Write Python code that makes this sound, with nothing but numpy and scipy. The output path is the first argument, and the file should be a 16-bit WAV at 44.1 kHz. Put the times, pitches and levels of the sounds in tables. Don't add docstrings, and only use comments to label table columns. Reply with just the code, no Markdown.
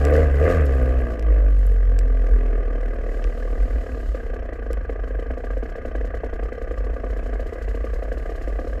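import sys
import numpy as np
from scipy import signal
from scipy.fft import rfft, irfft, next_fast_len
from scipy.io import wavfile
from scipy.ndimage import uniform_filter1d

SR = 44100
rng = np.random.default_rng(int(sys.argv[2]) if len(sys.argv) > 2 else 0)


def level_to_linear(level):
    exponent = np.asarray(level, float) / 20
    return 10 ** exponent


def store_wav(level_fs):
    pcm = np.round(np.clip(np.atleast_2d(level_fs), -1, 1) * 32767)
    wavfile.write(sys.argv[1], SR, pcm.T.astype(np.int16))


N = 388080

# [t/s, speed/(turns per s)]
CRANK_SPEED = [(0.0, 69.5), (0.24, 78), (0.29, 68.5), (0.39, 69.8), (0.51, 89), (0.66, 69.3), (0.81, 64),
               (0.97, 63.2), (1.22, 53.6), (1.51, 47.9), (1.75, 45.2), (2.42, 41.3), (3.05, 38),
               (3.6, 39.8), (4.1, 34.3), (4.65, 27.5), (5.6, 25.7), (8.8, 34.4)]
USUAL_THROTTLE_DB = -36


def in_time(rows):
    s, *columns = np.transpose(rows)
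    return [np.interp(np.arange(N) / SR, s, c) for c in columns]


def rms_one(x):
    return x / np.sqrt(np.mean(x ** 2) + 1e-20)


def evened(x, over_s):
    return x / np.sqrt(np.maximum(uniform_filter1d(x ** 2, int(over_s * SR)), 1e-14))


def wander(over_s):
    span = int(over_s * SR)
    return rms_one(uniform_filter1d(uniform_filter1d(rng.standard_normal(N), span), span))


def stretches(rows, edge_s):
    t = np.arange(N) / SR
    return sum(level_to_linear(db) * np.clip(np.minimum(t - start, end - t) / edge_s + .5, 0, 1)
               for start, end, db in rows)


def butter(x, order, hz, kind="low"):
    return signal.sosfilt(signal.butter(order, hz, kind, fs=SR, output="sos"), x)


def resonance(x, hz, width_hz):
    r = np.exp(-np.pi * width_hz / SR)
    turn = 2 * r * np.cos(2 * np.pi * hz / SR)
    return signal.lfilter((1 - r * r) / 2 * np.array([1, 0, -1]), [1, -turn, r * r], x)


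def body(drives, modes):
    out = 0
    for k, (drive, (hz, width_hz, db)) in enumerate(zip(drives, modes)):
        out = out + (-1) ** k * level_to_linear(db) * resonance(drive, hz, width_hz) / np.sqrt(width_hz / 100)
    return out


def colour(x, spectrum):
    hz, db = np.transpose(spectrum)
    size = next_fast_len(N)
    grid = np.maximum(np.arange(size // 2 + 1) * SR / size, 1)
    gain = level_to_linear(np.interp(np.log(grid), np.log(hz), db, -90, -90))
    return irfft(rfft(x, size) * gain, size)[:N]


def spikes(times, sizes):
    out = np.zeros(N)
    np.add.at(out, np.clip((np.asarray(times) * SR).astype(int), 0, N - 1), sizes)
    return out


def dying(clicks, rise_s, fall_s):
    for tau in (rise_s, fall_s):
        clicks = signal.lfilter([1], [1, -np.exp(-1 / (tau * SR))], clicks + 1e-18)
    return clicks / (rise_s * SR)


def bump(clicks, width_s):
    size = int(width_s * SR)
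    return signal.oaconvolve(clicks, np.hanning(size) * np.geomspace(1, .12, size), "same")


def crank_turns(fired, slowing):
    turns = np.cumsum(in_time(CRANK_SPEED)[0]) / SR
    first = int(fired[0] * SR)
    turns += np.ceil(turns[first]) - turns[first]
    times = list(np.flatnonzero(np.diff(np.floor(turns[:first - 200]))) / SR)
    times.insert(0, 2 * times[0] - times[1])
    marks = []
    for start, end in zip(fired, [*fired[1:], N / SR + 0.19]):
        count = max(1, round((end - start) * np.interp(start, *np.transpose(CRANK_SPEED))))
        part = np.arange(count) / count
        marks.append(len(times))
        times += list(start + (end - start) * (part - slowing * part * (1 - part)))
    return np.array(times), np.array(marks)


def crank_angle(times):
    times = np.r_[2 * times[0] - times[[3, 2, 1]], times]
    turns = np.interp(np.arange(-500, N) / SR, times, np.arange(len(times)))
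    return 2 * np.pi * uniform_filter1d(turns, size=500)[500:]


def rumble():
    # [f/Hz, level/dB per Hz]
    deep_spectrum = [(8.8, -32), (15, -4), (38, 5), (59, 1), (79, -6.5), (140, -27.5), (182, -21.5),
                     (220, -22), (290, -62), (480, -120)]
    return level_to_linear(-30.5) * rms_one(colour(rng.standard_normal(N), deep_spectrum))


def whine():
    # [f/Hz, level/dB]
    whine_tones = [(8448, -93), (12672, -90)]
    return sum(level_to_linear(db) * np.sin(2 * np.pi * hz * np.arange(N) / SR) for hz, db in whine_tones)


def mount(fires):
    # [t/s, level/dB, half length/s]
    ground_bumps = [(0.19, -16, 0.13), (0.528, -16, 0.059), (0.914, -19, 0.14), (2.334, -7, 0.037),
                    (3.273, -13.5, 0.023), (3.616, -10.5, 0.058), (3.759, -11.5, 0.03), (3.931, -14, 0.026),
                    (4.077, -13.5, 0.078), (4.42, -24, 0.048), (4.725, -16.5, 0.042), (4.9, -17.5, 0.12),
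                    (5.17, -16, 0.064), (5.315, -14, 0.029), (5.55, -14.5, 0.09), (6.013, -17, 0.14),
                    (6.257, -19, 0.041), (6.443, -14.5, 0.045), (6.574, -24, 0.059), (6.71, -47, .03),
                    (6.842, -18.5, 0.1), (7.114, -20, 0.31), (7.366, -21, 0.071), (7.705, -17, 0.13),
                    (7.965, -20, 0.13), (8.23, -20.5, 0.23), (8.541, -15, 0.064), (8.76, -20.5, 0.11)]
    mount_hz, width_hz = 48.15, 2.22
    s, peak_db, _ = fires.T
    push = rms_one(spikes(s, level_to_linear(peak_db))) + 0.89 * rng.standard_normal(N)
    swing = resonance(resonance(push, mount_hz, width_hz), mount_hz, 3 * width_hz)
    t = np.arange(N) / SR
    height = level_to_linear(-37.5)
    for at, db, half_s in ground_bumps:
        height = height + level_to_linear(db) * np.exp(-((t - at) / half_s) ** 2)
    return level_to_linear(-8.0) * height * evened(swing, over_s=0.034)


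def shake(times):
    # [speed/(turns per s), first, second, third order/dB]
    mount_response = [(29.7, -45, -44, -54.5), (40.8, -18.5, -52, -87), (43.6, -15.5, -36, -50),
                      (52.1, -13.5, -49, -50), (54.9, -33, -53, -51), (62, -18.5, -34.5, -53),
                      (79, -15.5, -31.5, -55), (93, -33, -32, -44)]
    angle = crank_angle(times)
    speed = in_time(CRANK_SPEED)[0]
    rate, *orders_db = np.transpose(mount_response)
    sway = 2.9 * np.sin(angle / 16.0)
    out = 0
    for k, db in enumerate(orders_db):
        wander_db = 3.5 * k * np.sin(angle / (7.3 + k) + sway)
        out = out + level_to_linear(np.interp(speed, rate, db) + wander_db) * np.sin((k + 1) * angle + k + 4.41)
    return np.sqrt(2) * out


def drops():
    # [t/s, level/dB at about 5.1 kHz, then level/dB at 2-3.5, 6.5-9 and 9-14 kHz]
    drop_taps = [(0.0515, -31, -31, -25, -43.5), (0.165, -40, -41, -44, -48.5), (0.859, -50, -43, -71, -61),
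                 (1.195, -41, -40, -45, -57), (1.226, -46.5, -41, -54, -58.5),
                 (1.9899, -33, -35, -27.5, -48.5), (2.27, -51, -48, -57, -70), (2.4647, -52, -50, -61, -66),
                 (2.812, -53, -47, -54, -77), (2.86, -56, -44, -59, -64.5), (3.242, -39, -33.5, -62, -74),
                 (4.7316, -41, -42, -36, -46.5)]
    s, mid_db, low_db, bright_db, top_db = np.transpose(drop_taps)
    bands = [(2250, 1000, low_db + 4.0), (5130, 1400, mid_db),
             (7620, 390, bright_db - 0.5), (11000, 1500, top_db + 6.0)]
    out = 0
    for hz, width_hz, db in bands:
        bounce = .6 * spikes(s + 0.00096, level_to_linear(db + 17.0))
        taps = spikes(s, level_to_linear(db + 26.5)) - bounce + 1e-18
        out = out + resonance(resonance(taps, hz, width_hz), hz, 1.4 * width_hz)
    return out


def grit():
    # [t/s, peak level/dB]
    grit_hits = [(0.0232, -41), (0.0826, -40), (0.1071, -31), (0.344, -37), (0.3859, -42), (0.5436, -48),
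                 (0.6199, -38), (0.6573, -34), (0.7496, -39), (0.779, -40), (0.827, -43), (0.8733, -44),
                 (0.8884, -42), (1.014, -41), (1.401, -42.5), (1.5997, -45.5), (1.667, -35), (1.706, -40),
                 (3.3877, -47), (5.1585, -46)]
    # [t/s, peak level/dB]
    later_grit_hits = [(2.9457, -55), (3.0954, -61), (3.1752, -53), (3.255, -55), (3.5134, -52), (3.6144, -61),
                       (3.6282, -51), (3.7145, -53), (3.7594, -60), (3.9265, -54), (3.9994, -58), (4.0128, -53)]
    s, db = np.transpose(list(grit_hits) + [(at, listed_db + 11) for at, listed_db in later_grit_hits])
    tint_db = rng.normal(0, 4.0, (len(s), 3))
    out = 0
    for k, (hz, width_hz, gain_db) in enumerate([(5400, 1500, 3.0), (7900, 1500, 10.0), (11200, 3000, 9.0)]):
        taps = spikes(s, level_to_linear(db + gain_db + tint_db[:, k])) + 1e-18
        out = out + resonance(resonance(taps, hz, width_hz), hz, width_hz)
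    return out


def rattle(times):
    # [start t/s, end t/s, level/dB]
    rattle_fits = [
        (1.45, 1.76, -74.5),
        (2.2, 2.4, -81),
    ]
    ticks = spikes(times + 0.0049, level_to_linear(rng.normal(0, 5, len(times))))
    ticks = dying(ticks, rise_s=.0003, fall_s=0.0014)
    ring = resonance(ticks * rng.standard_normal(N), 10000, 2200)
    speed_gain = level_to_linear(-69.5 + 0.33 * (in_time(CRANK_SPEED)[0] - 81.0))
    return (speed_gain + stretches(rattle_fits, edge_s=.06)) * evened(ring, over_s=0.087)


def fin_ring(times, fired_s):
    # [f/Hz, width/Hz, level/dB]
    fin_modes = [(3060, 180, -70.5), (4140, 200, -77), (4580, 170, -81.5), (5410, 200, -76.5),
                 (6280, 220, -80)]
    taps = spikes(times + rng.normal(0.004, 0.00077, len(times)), level_to_linear(rng.normal(0, 2.5, len(times))))
    taps = taps + 0.89 * spikes(fired_s + 0.0036, 0.71)
    taps = (rms_one(dying(taps, rise_s=.0006, fall_s=.003)) + .3) * rng.standard_normal(N)
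    out = 0
    for hz, width_hz, db in fin_modes:
        ring = resonance(resonance(taps, hz, width_hz), hz, 1.4 * width_hz)
        out = out + level_to_linear(db) * rms_one(ring)
    return out


def hiss(times, fires, open_db):
    # [f/Hz, level/dB per Hz]
    hiss_spectrum = [(2800, 9.5), (3400, -0.5), (4200, 2), (4900, 1), (5440, 0), (5900, -3.5), (6800, 0.5),
                     (7900, -3), (8800, -8), (10500, -9), (12300, -6), (14000, -18), (15000, -16),
                     (15600, -48)]
    # [start t/s, end t/s, level/dB]
    wet_ground = [
        (0.0, .1, -64),
        (1.5, 1.78, -66.5),
        (2.15, 2.5, -74),
        (3.05, 4.24, -65),
        (6.85, 7.5, -80),
        (7.5, 8.2, -73),
        (8.2, 8.85, -70.5),
    ]
    speed = in_time(CRANK_SPEED)[0]
    floor = level_to_linear(-72 + 1.09 * open_db + 0.1035 * (np.minimum(speed, 65.0) - 33.5))
    floor = floor * level_to_linear(3 * wander(0.024))
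    slush = stretches(wet_ground, edge_s=0.2)
    pulsing = rms_one(bump(spikes(times + .005, level_to_linear(rng.normal(0, 3.5, len(times)))), width_s=.012))
    s, _, crack_db = fires.T
    crack = dying(spikes(s + 0.0068, level_to_linear(crack_db - 3.5)), rise_s=.002, fall_s=.008)
    noise = rms_one(colour(rng.standard_normal(N), hiss_spectrum))
    return (floor * (0.68 + 0.31 * pulsing) + slush + crack) * noise


def drone(times, open_db):
    # [order/(cycles per turn), level under the throttle/dB]
    drone_orders = [(4, -12), (5, -21), (6, -13), (7, -16), (8, -18), (9, -19), (10, -14), (11, -14),
                    (12, -16), (14, -21)]
    angle = crank_angle(times)
    lines = 0
    for order, db in drone_orders:
        line = np.sin(order * angle + rng.uniform(0, 2 * np.pi))
        lines = lines + level_to_linear(db + 4 * wander(0.11)) * line
    lines = butter(lines, 5, [235, 662], "band")
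    fade = np.clip((3.72 - np.arange(N) / SR) / 1.4, 0, 1)
    return level_to_linear(USUAL_THROTTLE_DB + open_db) * fade * lines


def clatter(times, puff_db, steady_db, coasting):
    # [f/Hz, width/Hz, level/dB]
    case_modes = [(1186, 83, 2.5), (1478.6, 24, -4.5), (1619, 110, 2), (2000, 99, -3.5), (2140, 79, -10),
                  (2630, 300, -18.5), (2950, 40, -38)]
    noise = rng.standard_normal(N)
    between = level_to_linear(steady_db - 4 - 4.0 * coasting)
    drives = []
    for _ in case_modes:
        knock_db = .75 * puff_db + 1.5 * rng.standard_normal(len(times))
        knock = rms_one(bump(spikes(times + .004, level_to_linear(knock_db)), width_s=.014))
        drives.append((knock + between) * noise)
    out = butter(body(drives, case_modes), 3, 900, "high")
    shrill = level_to_linear(-5 + 0.25 * (np.minimum(in_time(CRANK_SPEED)[0], 47) - 26.5))
    out = out + shrill * resonance(out, 2760, width_hz=590)
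    return butter(out, 8, 3250)


def pipe_blows(times, puff_db, steady_db, coasting, idle_from, open_db):
    # [f/Hz, width/Hz, level/dB]
    pipe_modes = [(251.8, 17, 0), (317, 43, -3.5), (452.6, 71.4, 4), (510.2, 59.4, 3.5), (631, 93, -4.5),
                  (706.3, 33, -9), (563.2, 79, -3.5), (784, 33, -17)]
    port_s = times - .002
    gas = rms_one(dying(spikes(port_s, level_to_linear(puff_db)), rise_s=.0015, fall_s=.006))
    gas = rms_one(gas + level_to_linear(steady_db)) * rng.standard_normal(N)
    clean = level_to_linear(4 - .05 * open_db + 1.0 * coasting)
    scatter_db = np.where(times < idle_from, 1.0, 2.5)
    speed = np.interp(times, *np.transpose(CRANK_SPEED))
    jitter_s = .00015 * level_to_linear(.17 * np.maximum(speed - 50, 0))
    blow_s = port_s + jitter_s * rng.standard_normal(len(times))
    drives = []
    for hz, _, _ in pipe_modes:
        blow_db = puff_db + scatter_db * rng.standard_normal(len(times))
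        blow = resonance(rms_one(spikes(blow_s, level_to_linear(blow_db))), hz, width_hz=320)
        low_cut = np.where(coasting, 1, min(1, hz / 400))
        drives.append(clean * low_cut * blow + level_to_linear(-2.5) * gas)
    pipe = butter(body(drives, pipe_modes), 4, [205, 1050], "band")
    return pipe + level_to_linear(-21 + 1.65 * open_db) * resonance(pipe, 461, 180)


def echoes(tone):
    # [delay/s, level/dB]
    wall_echoes = [
        (.009, -20.5),
        (.017, -11.5),
        (.031, -14),
    ]
    wet, dull = tone.copy(), butter(tone, 2, 890)
    for lag_s, db in wall_echoes:
        lag = int(lag_s * SR)
        wet[lag:] += level_to_linear(db) * dull[:-lag]
    return wet


def exhaust(times, fired, peak_db, open_db):
    # [start t/s, end t/s, level over clatter/dB]
    rasp_fits = [
        (.15, .175, -11),
        (.455, .49, -2),
        (.49, .65, -7.5),
        (1.5, 2.05, -20),
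    ]
    idle_from = times[fired[0]]
    steady_db = 1.5 - .8 * np.maximum(open_db - 8, 0)
    steady_db[int(idle_from * SR):] = 5
    puff_db = 1.2 * rng.standard_normal(len(times))
    puff_db[fired[0]:] += 8.5
    puff_db[fired[1:] - 1] += -1
    puff_db[fired] = peak_db + 34.5
    coasting = np.arange(N) < idle_from * SR
    pipe = pipe_blows(times, puff_db, steady_db, coasting, idle_from, open_db)
    knocks = clatter(times, puff_db, steady_db, coasting)
    knock_gain = level_to_linear(-10.5 + 0.86 * open_db) * (1 + stretches(rasp_fits, edge_s=0.0045))
    tone = level_to_linear(open_db) * evened(pipe, over_s=0.33) + knock_gain * evened(knocks, over_s=0.26)
    return echoes(level_to_linear(USUAL_THROTTLE_DB) * tone)


def scene():
    # [t/s, peak level/dB, bright crack level/dB]
    idle_firings = [(4.145, -23.5, -60), (4.334, -23, -54), (4.525, -22.5, -54), (4.702, -17, -55),
                    (4.893, -17, -57), (5.074, -27, -58), (5.189, -22, -54), (5.304, -17, -58),
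                    (5.372, -22, -56), (5.438, -19.5, -53), (5.502, -20, -57), (5.568, -20.5, -55),
                    (5.626, -20.5, -55), (5.69, -26.5, -55), (5.753, -22.5, -56), (5.85, -16.5, -53),
                    (5.95, -17, -51.5), (6.044, -21, -56), (6.14, -17.5, -51), (6.236, -15.5, -54),
                    (6.329, -20, -53), (6.427, -22, -52), (6.52, -18, -54), (6.614, -20, -52),
                    (6.708, -20.5, -54), (6.774, -22.5, -53), (6.839, -29, -53), (6.932, -31, -58),
                    (7.037, -20.5, -56), (7.099, -28.5, -52), (7.163, -26.5, -53), (7.226, -30, -58),
                    (7.259, -25, -53), (7.329, -23, -52), (7.394, -23.5, -49), (7.46, -25.5, -50),
                    (7.525, -24.5, -50), (7.614, -26.5, -50), (7.68, -23, -50), (7.744, -21.5, -49),
                    (7.84, -18, -49.5), (7.932, -20.5, -49), (8.023, -19, -52), (8.116, -20, -48),
                    (8.171, -22, -50), (8.256, -21.5, -61), (8.292, -23.5, -53), (8.35, -28.5, -50),
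                    (8.412, -25, -49), (8.473, -20.5, -52), (8.588, -19, -53), (8.67, -22.5, -53),
                    (8.727, -23, -63)]
    # [t/s, peak level/dB]
    half_firings = [(4.171, -29.5), (4.423, -25), (4.487, -22.5), (4.589, -23.5), (4.661, -21),
                    (4.77, -19.5), (5.035, -22), (5.105, -26), (5.146, -24), (5.656, -24.5), (5.781, -23),
                    (5.912, -22.5), (6.008, -20.5), (6.103, -25), (6.26, -24.5), (6.292, -24.5),
                    (6.392, -18.5), (6.577, -23.5), (6.673, -24), (6.997, -27.5), (7.064, -26.5),
                    (7.355, -27), (7.555, -23), (8.438, -28.5), (8.644, -22)]
    # [t/s, level/dB]
    throttle_curve = [(0.0, -25.5), (.135, -20), (.22, -22), (.278, -28), (.385, -27.5), (.4, -23.5),
                      (.472, -20), (.63, -28), (1.044, -30.5), (1.236, -35.5), (1.37, -31.5), (1.55, -40.5),
                      (1.83, -39), (2.38, -34.5), (4.1, -36.5), (6.1, -34.5), (7.5, -35.5), (8.8, -35)]
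    fires, coughs = np.array(idle_firings), np.array(half_firings)
    times, fired = crank_turns(fires[:, 0], slowing=0.1974)
    coughed = np.argmin(abs(times[:, None] - coughs[:, 0]), axis=0)
    times[coughed] = coughs[:, 0]
    all_fired = np.r_[fired, coughed]
    peak_db = np.r_[fires[:, 1], coughs[:, 1]]
    open_db = in_time(throttle_curve)[0] - USUAL_THROTTLE_DB
    surroundings = rumble() + whine() + mount(fires) + shake(times) + drops() + grit()
    bright = rattle(times) + fin_ring(times, fires[:, 0]) + hiss(times, fires, open_db)
    engine = drone(times, open_db) + exhaust(times, all_fired, peak_db, open_db)
    return (surroundings + bright + engine)[None]


def roll_off(x):
    return signal.sosfilt(signal.butter(12, 15700, fs=SR, output="sos"), x)


def record(dry):
    soft = 1.191 * np.tanh(dry / 1.138)
    return roll_off(soft)


dry = scene()
out = record(dry)
store_wav(out)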